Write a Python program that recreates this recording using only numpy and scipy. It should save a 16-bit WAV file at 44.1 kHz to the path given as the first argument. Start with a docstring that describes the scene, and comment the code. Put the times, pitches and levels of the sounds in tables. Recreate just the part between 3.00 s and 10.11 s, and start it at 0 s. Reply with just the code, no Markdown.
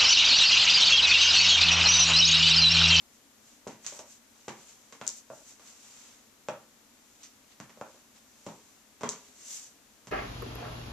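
"""Someone in high heels steps and turns on a tiled floor in a small bare room, over faint ventilation noise.
First stockings and skirt swish (shaped noise), as they do again between steps. Then heels and soles
knock on the tiles: each blow is one short pulse of knock, thump, rings and tick. Soon hard shoe edges snap
(bright pulses) and soles scuff (runs of tiny slips). Snaps and swishes return before the last step.
All is heard through two small microphone ports that ring in the treble."""
import sys
import numpy as np
from scipy import signal
from scipy.fft import rfft, irfft, next_fast_len
from scipy.io import wavfile

SR = 44100
rng = np.random.default_rng(int(sys.argv[2]) if len(sys.argv) > 2 else 0)


def persist_wave(psi):
    """Save psi, clipped to +-1, as 16-bit WAV."""
    counts = np.round(np.clip(psi, -1, 1) * 32767).astype(np.int16)
    wavfile.write(sys.argv[1], SR, np.atleast_2d(counts).T)


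N = 313551  # samples in the scene
SIZE = 16384  # samples in one blow with its reverberation
LONG = next_fast_len(N + 4096, True)  # the scene with spare room at the end
T = np.arange(SIZE) / SR
HZ = np.fft.rfftfreq(SIZE, 1 / SR)
LONG_HZ = np.fft.rfftfreq(LONG, 1 / SR)

# Levels in the tables are relative: the ports and other settings still act on them.
# Ventilation: [f/Hz, level/dB]
VENT_COLOUR = [(20, -61), (60, -51.5), (130, -55.5), (190, -56), (222, -43.5), (248, -46), (280, -47),
               (340, -54.5), (700, -59), (1500, -60.5), (4000, -65), (7000, -72), (14000, -83)]
# Ventilation, left against right: [f/Hz, difference/dB]
VENT_LEFT_RIGHT = [(100, 0), (250, 0), (500, 12), (1000, 12.5), (2200, 9.5), (5000, 3.5)]
# How alike diffuse sound is at left and right: [f/Hz, likeness from 0 to 1]
LIKENESS = [(25, 0), (70, 0.092), (140, 1), (300, 0.84), (600, 0.91), (1100, 0.72), (2200, 0.38),
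            (4500, 0.11), (12000, 0.61)]

# Time the reverberation takes to fall by 60 dB: [f/Hz, fall time/s]
ROOM_FALL_TIME = [(100, 0.14), (260, 0.44), (700, 0.3), (1840, 0.33), (4850, 0.27), (8000, 0.25),
                  (14000, 0.31)]
# Colour of the scattered reflections: [f/Hz, level/dB]
ROOM_COLOUR = [(40, -19), (85, 4), (130, 1.5), (230, 2.5), (320, 4), (420, 1), (800, 6), (2000, 6.5),
               (7000, 4), (14000, 9)]
# Standing waves between the walls: [f/Hz, level/dB, time to fall 60 dB/s]
STANDING_WAVES = [(125.5, -21.5, 0.17), (224.3, -21.5, 0.41), (416, -30.5, 0.68), (567, -38, 0.63),
                  (629, -15, 0.17), (908, -24, 0.26), (1013, -25, 0.48), (1163, -17.5, 0.46)]
# First echoes, from legs, screen and walls: [delay/s, level/dB]
FIRST_ECHOES = [(.0019, -9.5), (.0037, -20), (0.0103, -10), (0.0136, -32)]
# Room against direct sound, as the walker comes closer and turns away: [t/s, level/dB]
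STEP_ROOM_LEVEL = [(.7, -1.5), (2, -3), (4.8, -4.5), (5.4, 1), (6, 0.9), (7.1, -3)]

# Cloth sliding as a leg swings or the hips turn:
# [fastest moment t/s, length/s, stocking fizz level/dB, skirt rustle level/dB]
CLOTH_SWISHES = [(0.147, .05, -64.5, -76), (0.503, 0.11, -61, -66), (0.876, 0.071, -53, -56.5),
                 (.96, 0.078, -49.5, -60), (1.12, .075, -54, -65.5), (1.426, 0.16, -64, -68),
                 (1.614, 0.071, -58.5, -61.5), (1.7, 0.078, -55.5, -61.5), (1.796, 0.33, -65, -70),
                 (2.11, 0.1, -52, -62.5), (2.178, 0.043, -49.5, -74), (2.372, .1, -57, -80),
                 (2.495, 0.076, -52.5, -61.5), (2.684, 0.11, -55, -59.5), (2.88, 0.2, -55, -61),
                 (3.036, 0.21, -57, -59), (4.16, 0.23, -66.5, -76), (4.239, 0.048, -63, -57.5),
                 (4.52, 0.041, -70, -61.5), (4.93, .18, -65, -68), (5.172, 0.042, -62.5, -64.5),
                 (5.49, 0.31, -62, -69), (5.72, 0.1, -67, -76), (6.247, 0.13, -60, -63.5),
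                 (6.45, 0.13, -52, -60.5), (6.536, 0.099, -40.5, -56), (6.635, 0.092, -50.5, -62.5)]
# Fine stocking noise: [f/Hz, level/dB]
FIZZ_COLOUR = [(300, -42), (2500, -6.5), (5000, -4.5), (7000, -3), (10000, -3), (15000, 2.5)]
# Coarser skirt noise: [f/Hz, level/dB]
RUSTLE_COLOUR = [(100, -15), (500, 2.5), (1100, 5.5), (1800, 4.5), (2600, 7), (4200, 3), (6500, -8),
                 (15000, -22)]

# A sole dragging over grit: [t/s, length/s, level/dB, extra body below about 3 kHz/dB]
SOLE_SCUFFS = [(.9905, 0.0031, -40.5, 0), (4.2325, 0.015, -48, -1), (4.694, 0.015, -61.5, 24)]
# Grit on the glaze: [f/Hz, level/dB]
GRIT_COLOUR = [(300, -30), (1500, -13), (2800, 1), (4200, -3), (5600, 0), (7000, -6), (10000, -10),
               (15000, -12)]

# Hard shoe edges snapping:
# [t/s, level/dB, extra body below about 3.8 kHz/dB, left against right/dB, room level/dB]
EDGE_SNAPS = [(0.847, -32.5, 26.5, 4, 1), (.8645, -14.5, 12, -3, -2.5), (0.8656, -16.5, 15, -2, -2),
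              (2.0668, -17, 10.5, -2, -4.5), (2.0774, -2.5, -16, 8.5, -8.5), (2.0792, -18.5, 7, 4, 2),
              (2.091, -12.5, 0, 0, -13), (6.091, -6.5, 4.5, -1, -6), (6.1255, -32, 27.5, 5, 2)]
# One snap: [f/Hz, level/dB]
SNAP_COLOUR = [(200, -20.5), (1500, -16.5), (2800, -12), (4200, -6.5), (5500, -4), (6800, -1.5),
               (10000, -12.5), (15000, -11)]

# Footfalls: [t/s, knock level/dB, contact hardness f/Hz, floor thump level/dB, sole ring level/dB,
# tile ring level/dB, ring pitch f/Hz, heel-tip tick level/dB]
FOOTFALLS = [(0.6674, 3, 706, -5, -1, 3, 566, -41), (0.6738, -15, 1800, -7, -20, -22, 600, -20),
             (0.7136, -28, 1500, -13, -23, -27, 575, -31), (.923, -20, 1100, -33, -7.5, -8.5, 563, -27),
             (0.9916, -11, 1000, -17, -4, -13, 610, -25), (1.4803, -1, 1000, 0, -1, 6, 517, -28),
             (1.483, -10, 2600, -6, -1, -18, 540, -15.5), (1.9248, -17, 1700, -33, -25, -10, 643, -23),
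             (2.0134, -9.5, 2320, -4, -0.5, -1.5, 604, -24), (2.3012, -13.5, 1000, -8, 3.5, -28, 599, -48),
             (2.596, -21.5, 1450, -37, -38, -21.5, 605, -32), (3.4855, -4, 1610, 5, 14, -14, 581, -17),
             (4.601, -9.5, 1800, 2.5, -22, -24, 575, -20), (4.695, -20.5, 1750, -28, -32, -30, 575, -36),
             (4.773, -18, 850, -22, -8.5, -21, 550, -39), (4.8123, -0.5, 1240, -5, 6, -16, 572, -27),
             (4.944, -20.5, 1000, -33, -20, -24, 557, -43), (5.4648, -7, 930, 2, 0.5, 1, 553, -22.5),
             (6.0096, -12, 1450, -3, -8, -21, 566, -25), (6.0337, -2, 1380, 6, 5, 12.5, 597, -16),
             (7.0713, -15, 1550, -3, -29, -16, 575, -22.5)]
# Hollow under the sole and the shoe's shank: [f/Hz, level/dB, time to fall 60 dB/s]
SOLE_RING = [(536, -8, 0.077), (588, -0.5, 0.028), (816, -9, 0.023), (1084, -17.5, 0.034),
             (1294, -12.5, 0.036), (2380, -17.5, 0.008), (3190, -18, 0.021)]
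# A floor tile on its bed: [f/Hz, level/dB, time to fall 60 dB/s]
TILE_RING = [(237, -2.5, 0.047), (408, 0.5, 0.052), (933, -4.5, 0.022), (1930, -14.5, 0.018),
             (3130, -11, 0.014)]
# Body weight on the floor: [f/Hz, level/dB]
THUMP_COLOUR = [(30, -33), (80, -22.5), (125, 0), (200, 0.5), (320, -10), (600, -55), (2000, -78)]
# A heel tip on glaze: [f/Hz, level/dB]
TICK_COLOUR = [(100, -28), (1000, -16), (2000, 1), (2800, -1.5), (4300, -7), (6300, -9), (8000, -12.5),
               (10000, -16), (15000, -17)]

RING_HZ = 575  # ring pitch at which the two ring tables hold as written
ROLL_DB_PER_DB = 0.1573  # a lighter contact rolls down instead of striking, so more of it is tail
SWISH_EDGE_DB = -4.5  # level at the two ends of a swish, against its middle
SWISH_CURVE, SWISH_RISE = 1.8, 0.48  # bell shape; share of the length spent rising
EDGE_HZ = 14400  # upper band limit


def amp(db):
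    """Turns decibels into a gain."""
    return 10 ** (np.asarray(db) / 20)


def read(points, hz):
    """Reads a table along straight lines on a log-frequency axis."""
    f, value = np.transpose(points)
    return np.interp(np.log(hz + 1), np.log(f + 1), value)


def add(mix, s, sound):
    """Lays a stereo sound into the mix at time s, in seconds."""
    part = mix[:, round(s * SR):][:, :SIZE]
    part += sound[:, :part.shape[1]]


def causal(gain):
    """Gives the spectrum of the most compact pulse with this gain, starting at once (minimum phase)."""
    log_gain = np.log(np.maximum(gain, 1e-5))
    both_sides = np.r_[log_gain, log_gain[-2:0:-1]]
    return np.exp(np.conj(signal.hilbert(both_sides)))[:len(gain)]


def modes(table, hz):
    """The spectrum of a few dying sines, each as loud at its own peak as its level says."""
    total = 0
    for f, db, t60 in table:
        detuning = (hz ** 2 - f ** 2) * np.pi * t60 / (np.log(1000) * (hz + 1))
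        total = total + amp(db) / (1 + 1j * detuning)
    return total


def diffuse(pair, colour):
    """Colours two noises and mixes them to the left-right likeness found at two close ports."""
    length = pair.shape[1]
    hz = np.fft.rfftfreq(length, 1 / SR)
    a, b = rfft(pair)
    same = np.clip(read(LIKENESS, hz), -1, 1)
    mid = a * np.sqrt((1 + same) / 2)
    side = b * np.sqrt((1 - same) / 2)
    return irfft(np.array([mid + side, mid - side]) * amp(read(colour, hz)), length)


def ventilation():
    """Steady coloured noise makes a soft drone, even in the bass and clearly stronger on the left in the mids."""
    tilt_db = read(VENT_LEFT_RIGHT, LONG_HZ)
    drone = diffuse(rng.standard_normal((2, LONG)), VENT_COLOUR)
    return irfft(rfft(drone) * amp([tilt_db / 2, -tilt_db / 2]), LONG)[:, :N]


def room(build_s=0.0022, standing_build_s=0.0042):
    """Reverberation from one spot: scattered reflections, and standing waves that build up more slowly."""
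    taps = rng.standard_normal((2, SIZE)) * (rng.random(SIZE) < .2)  # a fifth of the moments reflect
    hz, t, z = signal.stft(diffuse(taps / taps.std(), ROOM_COLOUR), SR, nperseg=256)
    t60 = read(ROOM_FALL_TIME, hz)[:, None]
    even_energy = np.sqrt(np.log(1e6) / (t60 * SR))  # a longer tail starts lower
    fading = z * amp(-60 * t / t60) * even_energy
    tail = signal.istft(fading, SR, nperseg=256)[1][:, :SIZE]
    standing = 0
    for f, db, ring_s in STANDING_WAVES:
        standing = standing + amp(db - 60 * T / ring_s) * np.sin(2 * np.pi * (f * T + rng.random()))
    standing = standing / np.sqrt(SR * 0.06)
    tail_build = 1 - np.exp(-(T / build_s) ** 2)
    standing_build = 1 - np.exp(-(T / standing_build_s) ** 2)
    return rfft(tail * tail_build + standing * standing_build)


def fabric(grain_db=1.0, grain_hz=260, fizz_db=-1, rustle_db=-1):
    """Threads catch and slip: fine fizz and coarser rustle swell with each movement, in small clumps."""
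    t, power = np.arange(N) / SR, np.zeros((2, N))
    for s, length, *levels_db in CLOTH_SWISHES:
        near = abs(t - s) < 2 * length
        before, after = (s - t[near]) / SWISH_RISE, (t[near] - s) / (1 - SWISH_RISE)
        away = np.maximum(before, after) / length  # 0 at the fastest moment, 1 at either end
        swell = amp(SWISH_EDGE_DB * away ** SWISH_CURVE)
        power[:, near] += np.outer(amp(levels_db), swell) ** 2
    grains = np.interp(t * grain_hz, np.arange(N), rng.standard_normal(N))
    clumps = amp(grain_db * grains)
    fizz = diffuse(rng.standard_normal((2, LONG)), FIZZ_COLOUR)[:, :N]
    rustle = diffuse(rng.standard_normal((2, LONG)), RUSTLE_COLOUR)[:, :N]
    stocking = amp(fizz_db) * np.sqrt(power[0]) * fizz
    skirt = amp(rustle_db) * np.sqrt(power[1]) * rustle
    return clumps * (stocking + skirt)


def scuffs(rooms, grains_per_s=1500, room_db=-5):
    """A sole over grit makes a quick run of tiny slips that dies as the sole comes to rest."""
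    out = np.zeros((2, N))
    for k, (s, length, db, body_db) in enumerate(SOLE_SCUFFS):
        slip_now = rng.random(SIZE) < grains_per_s / SR
        slips = rng.standard_normal(SIZE) * slip_now * np.exp(-T / length)
        # Set the energy, however many slips happened to fall.
        slips *= amp(db) * np.sqrt(length * SR / 2) / (np.linalg.norm(slips) + 1e-12)
        grit = causal(amp(read(GRIT_COLOUR, HZ) + body_db / (1 + (HZ / 3000) ** 4)))
        place = 1 + amp(room_db) * rooms[k % len(rooms)]
        add(out, s, irfft(rfft(slips) * grit * place))
    return out


def snaps(rooms):
    """Very short contacts of hard shoe edges make pulses rich in treble, some with added body."""
    out = np.zeros((2, N))
    for k, (s, db, body_db, pan_db, room_db) in enumerate(EDGE_SNAPS):
        pulse = causal(amp(db + read(SNAP_COLOUR, HZ) + body_db / (1 + (HZ / 3800) ** 4)))
        direct = amp([[pan_db / 2], [-pan_db / 2]])
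        add(out, s, irfft(pulse * (direct + amp(room_db) * rooms[k % len(rooms)])))
    return out


def footfalls(rooms, shoe_hz=260, lowest_hz=88, lag_s=0.001053):
    """Each blow knocks, thumps the floor, rings sole and tile, and ticks at the heel tip."""
    out = np.zeros((2, N))
    thump, tick = amp(read(THUMP_COLOUR, HZ)), amp(read(TICK_COLOUR, HZ))
    early = sum(amp(db) * np.exp(-2j * np.pi * HZ * delay) for delay, db in FIRST_ECHOES)
    radiated = HZ / np.hypot(shoe_hz, HZ)  # a small shoe radiates little bass
    # A slab gives no deep boom.
    low = HZ / lowest_hz
    stiff_floor = low ** 2 / (1 + 1.1j * low - low ** 2)
    # Bending waves carry the treble ahead of the bass; lag_s is the delay at RING_HZ.
    bending = np.exp(-4j * np.pi * lag_s * np.sqrt(HZ * RING_HZ))
    for k, step in enumerate(FOOTFALLS):
        s, knock_db, hard_hz, thump_db, sole_db, tile_db, ring_hz, tick_db = step
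        knock = amp(knock_db) * radiated / (1 + (HZ / hard_hz) ** 4.0)  # a shorter contact is brighter
        shifted_hz = HZ * RING_HZ / ring_hz  # the rings shift with the landing
        soft = 1 / (1 + (HZ / (1.83 * hard_hz)) ** 4)  # a soft landing spares the high rings
        sole = soft * amp(sole_db) * modes(SOLE_RING, shifted_hz)
        tile = soft * amp(tile_db) * modes(TILE_RING, shifted_hz)
        parts = knock, amp(thump_db) * thump, amp(tick_db) * tick, sole, tile
        total_gain = np.sqrt(sum(abs(part) ** 2 for part in parts))
        blow = stiff_floor * bending * causal(total_gain)
        room_db = np.interp(s, *np.transpose(STEP_ROOM_LEVEL)) - ROLL_DB_PER_DB * knock_db
        place = 1 + early + amp(room_db) * rooms[k % len(rooms)]
        add(out, s, irfft(blow * place))
    return out


def scene(count=7):
    """Puts shoes at several spots on the floor and adds clothes and the ventilation."""
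    rooms = [room() for _ in range(count)]
    return ventilation() + fabric() + scuffs(rooms) + snaps(rooms) + footfalls(rooms)


def port(x, hz, q, top_db):
    """A microphone behind a small hole: the cavity resonates, and a shelf alters the top treble."""
    top = amp(top_db * (1 - 1 / (1 + (LONG_HZ / 8500) ** 6)))
    cavity = 1 / (1 - (LONG_HZ / hz) ** 2 + 1j * LONG_HZ / (hz * q))
    return irfft(rfft(x, LONG) * top * cavity, LONG)[:N]


def record(dry):
    """Passes the sound through two unequal ports, adds preamplifier hiss and limits the band."""
    left = port(dry[0], hz=7245, q=7.7, top_db=-1.0)
    right = amp(0.25) * port(dry[1], hz=6240, q=8.8, top_db=-16.5)
    hiss = amp(-63.0) * rng.standard_normal((2, N))
    low_pass = signal.firwin(511, EDGE_HZ, window=("kaiser", 8), fs=SR)
    return signal.oaconvolve(np.array([left, right]) + hiss, low_pass[None], "same")


dry = scene()
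out = record(dry)
persist_wave(out)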